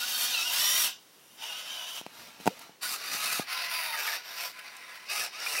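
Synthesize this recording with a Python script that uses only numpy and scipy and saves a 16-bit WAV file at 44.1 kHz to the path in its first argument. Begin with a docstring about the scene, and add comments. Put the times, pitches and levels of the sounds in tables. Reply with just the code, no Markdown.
"""Toy robot dog on a wooden floor

In a small room its leg servos push and step, then the neck servo swings and nods the head.
Impacts of plastic gear teeth, smeared inside the shell, make the rattle; sines locked to tooth rate, the whine.
Sine glides make squeaks, chirps and brief servo whines; noise bursts make clicks of gear slack.
A hand-held camera is bumped a few times: damped case modes plus a noise crack. Steady noise lies beneath."""
import sys
import numpy as np
from scipy import signal
from scipy.fft import rfft, irfft, next_fast_len
from scipy.io import wavfile
from scipy.ndimage import uniform_filter1d, map_coordinates

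SR = 44100
rng = np.random.default_rng(int(sys.argv[2]) if len(sys.argv) > 2 else 0)


def to_wav(sig):
    """Store sig (one row per channel, or 1-D mono) as 16-bit WAV at the path in sys.argv[1].

    Samples outside -1..1 are clipped; the rate is SR.
    """
    pcm = np.clip(np.atleast_2d(sig), -1, 1) * 32767
    pcm = np.round(pcm).astype(np.int16)
    wavfile.write(sys.argv[1], SR, pcm.T)  # frames by channels


N = 246959


def amp(db):
    """Decibels to gain."""
    return 10 ** (np.asarray(db) / 20)


def unit(x):
    """x at rms 1."""
    return x / np.sqrt(np.mean(x ** 2) + 1e-20)


def along(points, hz):
    """(f/Hz, value) points read on a log frequency axis."""
    f, v = np.transpose(points)
    return np.interp(np.log(hz + 1), np.log(f + 1), v)


def curves(rows):
    """One value per sample for each column after the time."""
    s, *cols = np.transpose(rows)
    return [np.interp(np.arange(N) / SR, s, c) for c in cols]


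def wobble(rate_hz):
    """A smooth random curve with rate_hz knots a second."""
    knots = rng.standard_normal(int(N * rate_hz / SR) + 4)
    return map_coordinates(knots, [np.arange(N) * rate_hz / SR])


def filtered(x, response):
    """x times a response of frequency."""
    n = x.shape[-1]
    m = next_fast_len(n + SR // 4)
    return irfft(rfft(x, m) * response(np.fft.rfftfreq(m, 1 / SR)), m)[..., :n]


def low_cut(x, corner_hz):
    """Third-order high-pass: removes deep bass from bumps and clicks."""
    return signal.sosfilt(signal.butter(3, corner_hz, "high", fs=SR, output="sos"), x)


def add(track, s, sound):
    """Mix a short sound into the track at time s."""
    part = track[round(s * SR):][:len(sound)]
    part += sound[:len(part)]


# background noise spectrum: f/Hz, level/dB (relative)
QUIET = [(25, -39), (91, -22.5), (129, -10.5), (253, -8.5), (410, -7.5), (5010, -16), (10900, -21.5),
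         (15500, -23)]
QUIET_DB = -60.5  # rms


def quiet():
    """Steady coloured noise under the scene."""
    return amp(QUIET_DB) * unit(filtered(rng.standard_normal(N), lambda hz: amp(along(QUIET, hz))))


# room decay: f/Hz, t60/s
ROOM = [(200, 0.26), (2000, 0.034), (12000, 0.02)]


def room(x):
    """The small room's answer: a decaying noise tail whose treble dies first."""
    hz, t, z = signal.stft(rng.standard_normal(SR // 3), SR, nperseg=256)
    decay = amp(-60 * t / along(ROOM, hz)[:, None])
    tail = signal.istft(z * decay, SR, nperseg=256)[1]
    return signal.fftconvolve(x, tail / np.linalg.norm(tail))[:N]


# bumps: t/s, level/dB, brightness f/Hz, crack level/dB (re thud), ring time (share of the case's t60)
BUMPS = [(2.013, -35, 1110, .5, 0.4), (2.0646, -31.5, 3312, -1.5, 0.49), (2.401, -34, 446.7, -12, 1),
         (2.4583, -26, 970, -3, 0.75), (2.4663, -15.5, 894, -9, 0.85), (2.474, -30.5, 2183, 12.5, 0.32),
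         (2.476, -9.5, 1039, -9.5, 0.98), (2.694, -39, 575, -16, 0.83), (3.146, -34, 408, -22, 1),
         (3.3965, -17.5, 630, -23, 0.45)]
# camera case modes: f/Hz, level/dB, t60/s
CASE = [(198, -11.5, 0.046), (292.9, -10.5, .029), (454.4, -9, 0.02), (738, -9.5, 0.035), (878, 0.5, 0.019),
        (1434, 0, 0.0076), (2470, 2, 0.01)]


def bumps():
    """Each bump rings the damped case modes, low-passed to its own brightness, and adds a noise crack."""
    out, t = np.zeros(N), np.arange(SR // 8) / SR
    for s, db, bright_hz, crack_db, ring_share in BUMPS:
        ring = np.zeros(len(t))
        for hz, level_db, t60_s in CASE:
            ring += amp(level_db - 60 * t / (t60_s * ring_share)) * np.sin(2 * np.pi * hz * t)
        thud = filtered(ring, lambda hz: 1 / (1 + np.sqrt(2) * 1j * hz / bright_hz - (hz / bright_hz) ** 2))
        crack = amp(crack_db - 60 * t / (0.024 * ring_share)) * rng.standard_normal(len(t))
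        crack = filtered(crack, lambda hz: 1 / (1 + 1j * hz / 5000))
        add(out, s, amp(db) * (thud + crack))
    return low_cut(out, corner_hz=180.0)


# gear backlash clicks: t/s, level/dB (before the low cut), centre f/Hz
CLICKS = [(2.593, -40, 13030), (4.767, -41.5, 8800), (5.463, -28.5, 1848), (5.552, -31, 2218)]


def clicks():
    """A gear takes up its slack with a short plastic snap: a decaying band of noise."""
    out, t = np.zeros(N), np.arange(SR // 16) / SR
    for s, db, centre_hz in CLICKS:
        noise = rng.standard_normal(len(t))
        snap = unit(filtered(noise, lambda hz: 1 / (1 + ((hz / centre_hz - 1) / 0.67) ** 2)))
        add(out, s, amp(db - 60 * t / 0.022) * snap)
    return low_cut(out, corner_hz=705.3)


# glides: t/s, length/s, first f/Hz, last f/Hz, peak level/dB
GLIDES = [(.005, 0.051, 1366, 1554, -37.5), (1.4, 0.062, 677.6, 980, -51), (1.493, .065, 920, 708.4, -53),
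          (2.489, 0.043, 325, 625, -45), (2.843, 0.028, 1333, 1554, -34.5), (2.879, .0295, 4970, 5000, -35),
          (3.249, 0.087, 2720, 2310, -36), (3.929, .015, 2160, 1963, -30.5), (3.935, .021, 1280, 1234, -36),
          (3.982, 0.017, 1610, 1649, -34.5), (4.069, 0.025, 2300, 2194, -32), (4.07, .026, 1835, 1760, -33),
          (4.092, 0.013, 1763, 1586, -34), (4.125, 0.02, 1770, 1780, -33), (5.206, 0.028, 1720, 1760, -36),
          (5.465, 0.012, 2379, 2461, -29.5), (5.544, 0.024, 2293, 1846, -34),
          (5.577, .018, 2833, 2340, -30.5)]


def glides():
    """Short unsteady sine glides: squeaks, chirps and brief servo whines."""
    out = np.zeros(N)
    for s, length_s, first_hz, last_hz, db in GLIDES:
        n = round(length_s * SR)
        hz = np.linspace(first_hz, last_hz, n) * (1 + 0.022 * wobble(380)[:n])
        swell = np.sin(np.linspace(0, np.pi, n))
        add(out, s, amp(db) * swell * np.sin(2 * np.pi * np.cumsum(hz) / SR))
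    return out


# shell resonances: f/Hz, width/Hz, lift/dB
SHELL = [(672, 370, 3.5), (2090, 97, 3.5), (2810, 360, 2.5), (3590, 320, 3.5), (4500, 180, 2.5),
         (5660, 1300, 4.5), (9300, 270, 2)]


def shell_db(hz):
    """Lift that the plastic shell's resonances give to each frequency."""
    return sum(db / (1 + (2 * (hz - centre) / width) ** 2) for centre, width, db in SHELL)


# neck gear train: t/s, tooth rate f/Hz
NECK_GEAR = [(2.86, 1416), (3.0, 1130), (3.2, 1265), (3.39, 1290), (3.5, 1048), (3.69, 1031), (3.8, 993.3),
             (3.93, 900), (4.15, 897.5), (4.3, 1023), (5.06, 1020), (5.12, 1231), (5.24, 1265),
             (5.295, 758.4), (5.36, 1259), (5.43, 1429), (5.52, 1331), (5.6, 1131)]


def neck_speed():
    """The neck's tooth rate at each sample, in Hz."""
    return curves(NECK_GEAR)[0]


# moments when the gears bind and grind louder: t/s, level/dB (over the run)
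BINDS = [(3.329, 4), (3.53, 3), (4.077, 4), (4.595, 8.5), (4.96, 5.5)]
BIND_S = 0.0052  # half-length of a bind (to 1/e of its dB)
COAST_DB_PER_S = 221  # decay after motor cut, for effort to the power 1
# envelope clock: t/s
ENVELOPE_S = np.arange(0, N / SR, .001)


def effort(run):
    """Gain of one run: the motor spins up, its load grows or eases, binds now and then, and it coasts."""
    start_s, stop_s, spin_up_s, _, swell_db = run[:5]
    progress = np.clip((ENVELOPE_S - start_s) / (stop_s - start_s), 0, 1)
    bind_db = sum(db * np.exp(-((ENVELOPE_S - s) / BIND_S) ** 2) for s, db in BINDS)
    coast_db = COAST_DB_PER_S * np.clip(ENVELOPE_S - stop_s, 0, 1)
    spin_up = np.clip((ENVELOPE_S - start_s) / spin_up_s, 0, 1)
    return spin_up * amp(swell_db * (progress - .5) + bind_db - coast_db)


# leg servo runs, may overlap: start t/s, stop t/s, spin-up/s, rattle level/dB, swell over the run/dB,
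# treble level/dB (re rattle)
LEG_RUNS = [(-.03, .87, 0.027, -34.5, 3, -3), (.06, .245, 0.034, -40.5, 2.5, 6.5),
            (.31, .43, 0.025, -39.5, 3, -18.5), (.43, .6, 0.021, -46.5, 3, -14.5),
            (.485, .845, 0.047, -33.5, 4.5, 3.5), (.95, 1.375, .05, -65, 5.5, 2.5),
            (1.362, 1.87, 0.07, -42, -1.5, -6.5), (1.855, 1.99, 0.032, -42, -1, -3.5),
            (2.02, 2.15, 0.025, -60, 13, -7.5), (2.13, 2.39, 0.072, -53, -8.5, -5.5),
            (2.385, 2.62, 0.026, -51.5, -7.5, -6.5), (2.6, 2.77, 0.019, -58, -21, -8.5)]
# neck servo runs: the same columns, then whine level/dB (re rattle)
NECK_RUNS = [(2.808, 2.942, 0.028, -38, 1.5, 1, -23), (2.96, 3.096, 0.047, -41.5, 6, -5, -9),
             (3.093, 3.391, 0.028, -36.5, 1.5, -1.5, -8), (3.457, 3.674, 0.066, -34, -4, -7, -10.5),
             (3.674, 3.955, 0.031, -35.5, -1, -2.5, -8), (3.95, 4.155, 0.037, -35, -0.5, -4, -19),
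             (4.205, 4.435, .052, -43, 11.5, -6, -17.5), (4.441, 4.498, .016, -42, -3.5, -0.5, -35),
             (4.517, 5.077, 0.041, -49, 0.5, -8.5, -10.5), (5.073, 5.239, 0.039, -35.5, 3, -3.5, -13),
             (5.293, 5.44, 0.04, -42.5, 9, -9.5, -8), (5.44, 5.596, 0.019, -37, 3.5, -2, -16)]
RATTLE, TREBLE, WHINE = 3, 5, 6  # run table columns


def loudness(runs, column=None, grows=1):
    """Gain of the rattle, or of the layer that a column sets against it; overlapping runs add in power."""
    gains = []
    for run in runs:
        level_db = run[RATTLE] + (run[column] if column else 0)
        gains.append(amp(level_db) * effort(run) ** grows)
    return np.interp(np.arange(N) / SR, ENVELOPE_S, np.linalg.norm(gains, axis=0))


def whine(rate_hz, orders, flutter, rough_db):
    """The gear mesh sings; play between the teeth shakes its pitch and strength."""
    phase = 2 * np.pi * np.cumsum(rate_hz * (1 + flutter * wobble(260))) / SR
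    return unit(sum(amp(db + rough_db * wobble(140)) * np.sin(k * phase) for k, db in orders))


# leg gear trains through push and step: t/s, tooth rate f/Hz, whine level/dB (re rattle, before LEG_WHINE_DB)
LEAD_GEAR = [(.05, 3175, -9.5), (.305, 3240, -2.5), (.36, 2686, 0.5), (.415, 2566, -5), (.465, 2880, 3),
             (.5, 2737, 0), (.53, 3103, -1), (.61, 3555, -4), (.715, 3554, -2.5), (.825, 3890, -18),
             (.89, 3047, -6), (1.44, 3153, -21), (1.505, 2820, 3), (1.62, 2970, -11), (1.72, 3125, 1),
             (1.845, 2912, 0.5), (1.885, 3086, -2), (1.94, 2973, -3), (2.05, 3404, -25)]
SECOND_GEAR = [(.09, 3693, -7), (0.269, 3565, -3.5), (.39, 3790, -12), (.46, 2648, -18), (.575, 2786, -4.5),
               (.62, 3012, -6.5), (.77, 3104, -4), (.825, 3297, -12), (.878, 2758, -4), (1.3, 2994, -29),
               (1.48, 3310, -5), (1.62, 3184, -17), (1.78, 3230, -6), (1.99, 3367, -10), (2.05, 3390, -25)]
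FAST_GEAR = [(0.019, 4650, -25), (.15, 4530, -1), (.3, 4450, -7), (.35, 4160, -4), (.41, 3800, -2),
             (.46, 4220, -24), (.58, 5153, -2), (.65, 5670, 1), (.81, 5680, -3), (.95, 5013, -28)]
# whine partials: multiple of the tooth rate, level/dB (relative)
LEG_ORDERS = [(.34, -10), (.52, -8), (1, 5.5), (2, -10)]
FAST_ORDERS = [(.343, -12), (1, 0)]
NECK_ORDERS = [(.667, -11), (1, 1), (1.333, -10), (2, -2.5), (3, -7), (4, -7), (5, -6)]
LEG_WHINE_DB = -2.5  # all leg whines together


def servos():
    """Each gear train whines at its own speed and follows the effort; the fastest has most play and rasps."""
    lead_hz, lead_db = curves(LEAD_GEAR)
    second_hz, second_db = curves(SECOND_GEAR)
    fast_hz, fast_db = curves(FAST_GEAR)
    lead = whine(lead_hz, LEG_ORDERS, flutter=.01, rough_db=4)
    second = whine(second_hz, LEG_ORDERS, flutter=.011, rough_db=3.5)
    fast = whine(fast_hz, FAST_ORDERS, flutter=.022, rough_db=4)
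    legs = amp(lead_db) * lead + amp(second_db) * second + amp(fast_db) * fast
    neck = whine(neck_speed(), NECK_ORDERS, flutter=.018, rough_db=4.5)
    neck = unit(filtered(neck, lambda hz: amp(shell_db(hz))))  # partials swell as they cross a resonance
    return amp(LEG_WHINE_DB) * loudness(LEG_RUNS) * legs + loudness(NECK_RUNS, WHINE) * neck


HUNT = .012  # share by which a servo's speed hunts around its goal


def teeth(rate_hz, worn, count):
    """One impact per tooth; part of its size and its lateness recur with every turn of a count-tooth wheel."""
    passed = np.cumsum(rate_hz * (1 + HUNT * wobble(14) + .009 * wobble(40))) / SR
    k = np.arange(int(passed[-1]))
    worn = np.clip(worn, 0, 1)
    wear = rfft(rng.standard_normal((2, count)))
    flat = wear / np.abs(wear) * (np.arange(wear.shape[1]) > 0)  # no harmonic of the turn stands out
    wheel = irfft(flat, count)
    size, late = np.sqrt(worn) * unit(wheel)[:, k % count]
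    size = size + np.sqrt(1 - worn) * rng.standard_normal(len(k))
    at = np.interp(k + .3 * late, passed, np.arange(N))
    return unit(np.bincount(np.round(at).astype(int), size, N))


def scattered(x):
    """Impacts bounce inside the shell for a few milliseconds: an all-pass smear that keeps their colour."""
    t = np.arange(SR // 40) / SR
    paths = rfft(rng.standard_normal(len(t)) * amp(-60 * t / .02))
    return signal.fftconvolve(x, irfft(paths / np.abs(paths)))[:N]


def patchy(x, depth_db):
    """Random soft patches of gain over time and frequency make the rattle uneven."""
    z = signal.stft(x, nperseg=1024)[2]
    field = uniform_filter1d(rng.standard_normal(z.shape), size=4, axis=0)
    field = uniform_filter1d(field, size=5, axis=1)
    return signal.istft(z * amp(depth_db * unit(field)), nperseg=1024)[1][:N]


def treble(hz):
    """High-pass magnitude that splits the fizz from the body at 7.5 kHz."""
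    return 1 / (1 + (7500 / (hz + 1)) ** 12)


def midrange(hz):
    """The band that carries the rattle's level."""
    return (hz > 1300) & (hz < 7000)


# colour of the joint at work in each move: f/Hz, level/dB (relative)
PUSH = [(80, -45), (200, -20.5), (420, -22), (850, -8.5), (1700, -8.5), (2350, -6.5), (3100, 1), (5600, -3),
        (7500, -7.5), (9500, -6.5), (13000, -6), (15500, -7)]
STEP = [(80, -40), (200, -26), (420, -22), (850, -9.5), (1700, -10.5), (2450, -10.5), (3100, 0.5),
        (4000, -10), (5600, -9.5), (8200, -21), (9300, -15), (11000, -19), (15500, -19.5)]
SETTLE = [(80, -17), (200, -6), (450, -11), (900, -3), (4000, -5), (7000, -13), (13000, -10), (15500, -14)]
SWING = [(80, -17), (200, -9), (450, -3.5), (800, 3), (1300, 9), (2300, 8.5), (3100, 4), (4400, 12.5),
         (6000, -1), (8000, -15), (10000, -13.5), (15500, -18.5)]
NOD = [(150, -37), (380, -28), (700, -11.5), (2100, -1), (3100, -7.5), (4700, -3.5), (5700, -12.5),
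       (7500, -19.5), (10000, -2.5), (11500, -7), (15500, -5.5)]
LIFT = [(150, -44), (380, -13.5), (700, -0.5), (2000, 4), (3100, 1), (5400, 1.5), (7200, -17), (11000, -21),
        (13500, -13.5), (15500, -20.5)]
HOLD = [(80, -24), (200, -39), (400, -16.5), (900, -3.5), (2050, 4), (3200, -5.5), (4600, -3),
        (7000, -17.5), (10000, -12.5), (12000, -19), (15500, -14.5)]
TURN = [(80, -36), (200, -25.5), (340, -11), (700, -4), (2600, 2.5), (3100, -3), (5200, 3), (7000, -19),
        (10000, -23.5), (15500, -27.5)]
# moves: start t/s, colour
MOVES = [(0, PUSH), (1.2, STEP), (2.07, SETTLE), (2.79, SWING), (3.451, NOD), (3.98, LIFT), (4.535, HOLD),
         (5.07, TURN)]
TREBLE_GROWS = 1.5  # dB of treble per dB of effort
LOAD_DB = 0.92  # slow unevenness of the load


def rattle():
    """Tooth impacts and sliding flanks sound through the shell, in the colour of the joint that moves."""
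    runs = LEG_RUNS + NECK_RUNS
    level = loudness(runs)
    treble_level = loudness(runs, TREBLE, TREBLE_GROWS)
    lead_hz, second_hz = curves(LEAD_GEAR)[0], curves(SECOND_GEAR)[0]
    t = np.arange(N) / SR
    legs = scattered(teeth(lead_hz, worn=0.4, count=28))
    legs = legs + scattered(teeth(second_hz, worn=0.49, count=15))
    neck = scattered(teeth(neck_speed(), worn=.4, count=9))
    neck = neck + scattered(teeth(neck_speed(), worn=.4, count=6))
    impacts = np.where(t < NECK_RUNS[0][0], unit(legs), unit(neck))
    sliding = .45 * rng.standard_normal(N)
    drive = unit(patchy(impacts + sliding, depth_db=2.2))
    drive = drive * amp(LOAD_DB * wobble(30) + 0.12 * wobble(170))
    body, fizz = np.zeros(N), np.zeros(N)
    for start_s, colour in MOVES:
        joint = filtered(drive, lambda hz: amp(along(colour, hz) + shell_db(hz)))
        high = filtered(joint, treble)
        low = (joint - high) / np.std(filtered(joint, midrange))
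        takeover = np.clip((t - start_s) / 0.018 + 1, 0, 1)  # each joint fades in over the one before
        body += takeover * (low - body)
        fizz += takeover * (unit(high) - fizz)
    return level * body + treble_level * fizz


def scene():
    """The toy in its room and the bumps on the camera, alike in both channels."""
    toy = rattle() + servos() + glides() + clicks()
    handling = bumps()
    reverb = room(amp(-11.5) * toy + amp(-38.0) * handling)
    mono = toy + handling + reverb + quiet()
    return np.array([mono, mono])


TOP_HZ = 15780


def record(dry):
    """The camera keeps nothing above its band limit."""
    return filtered(dry, lambda hz: hz < TOP_HZ)


dry = scene()
out = record(dry)
to_wav(out)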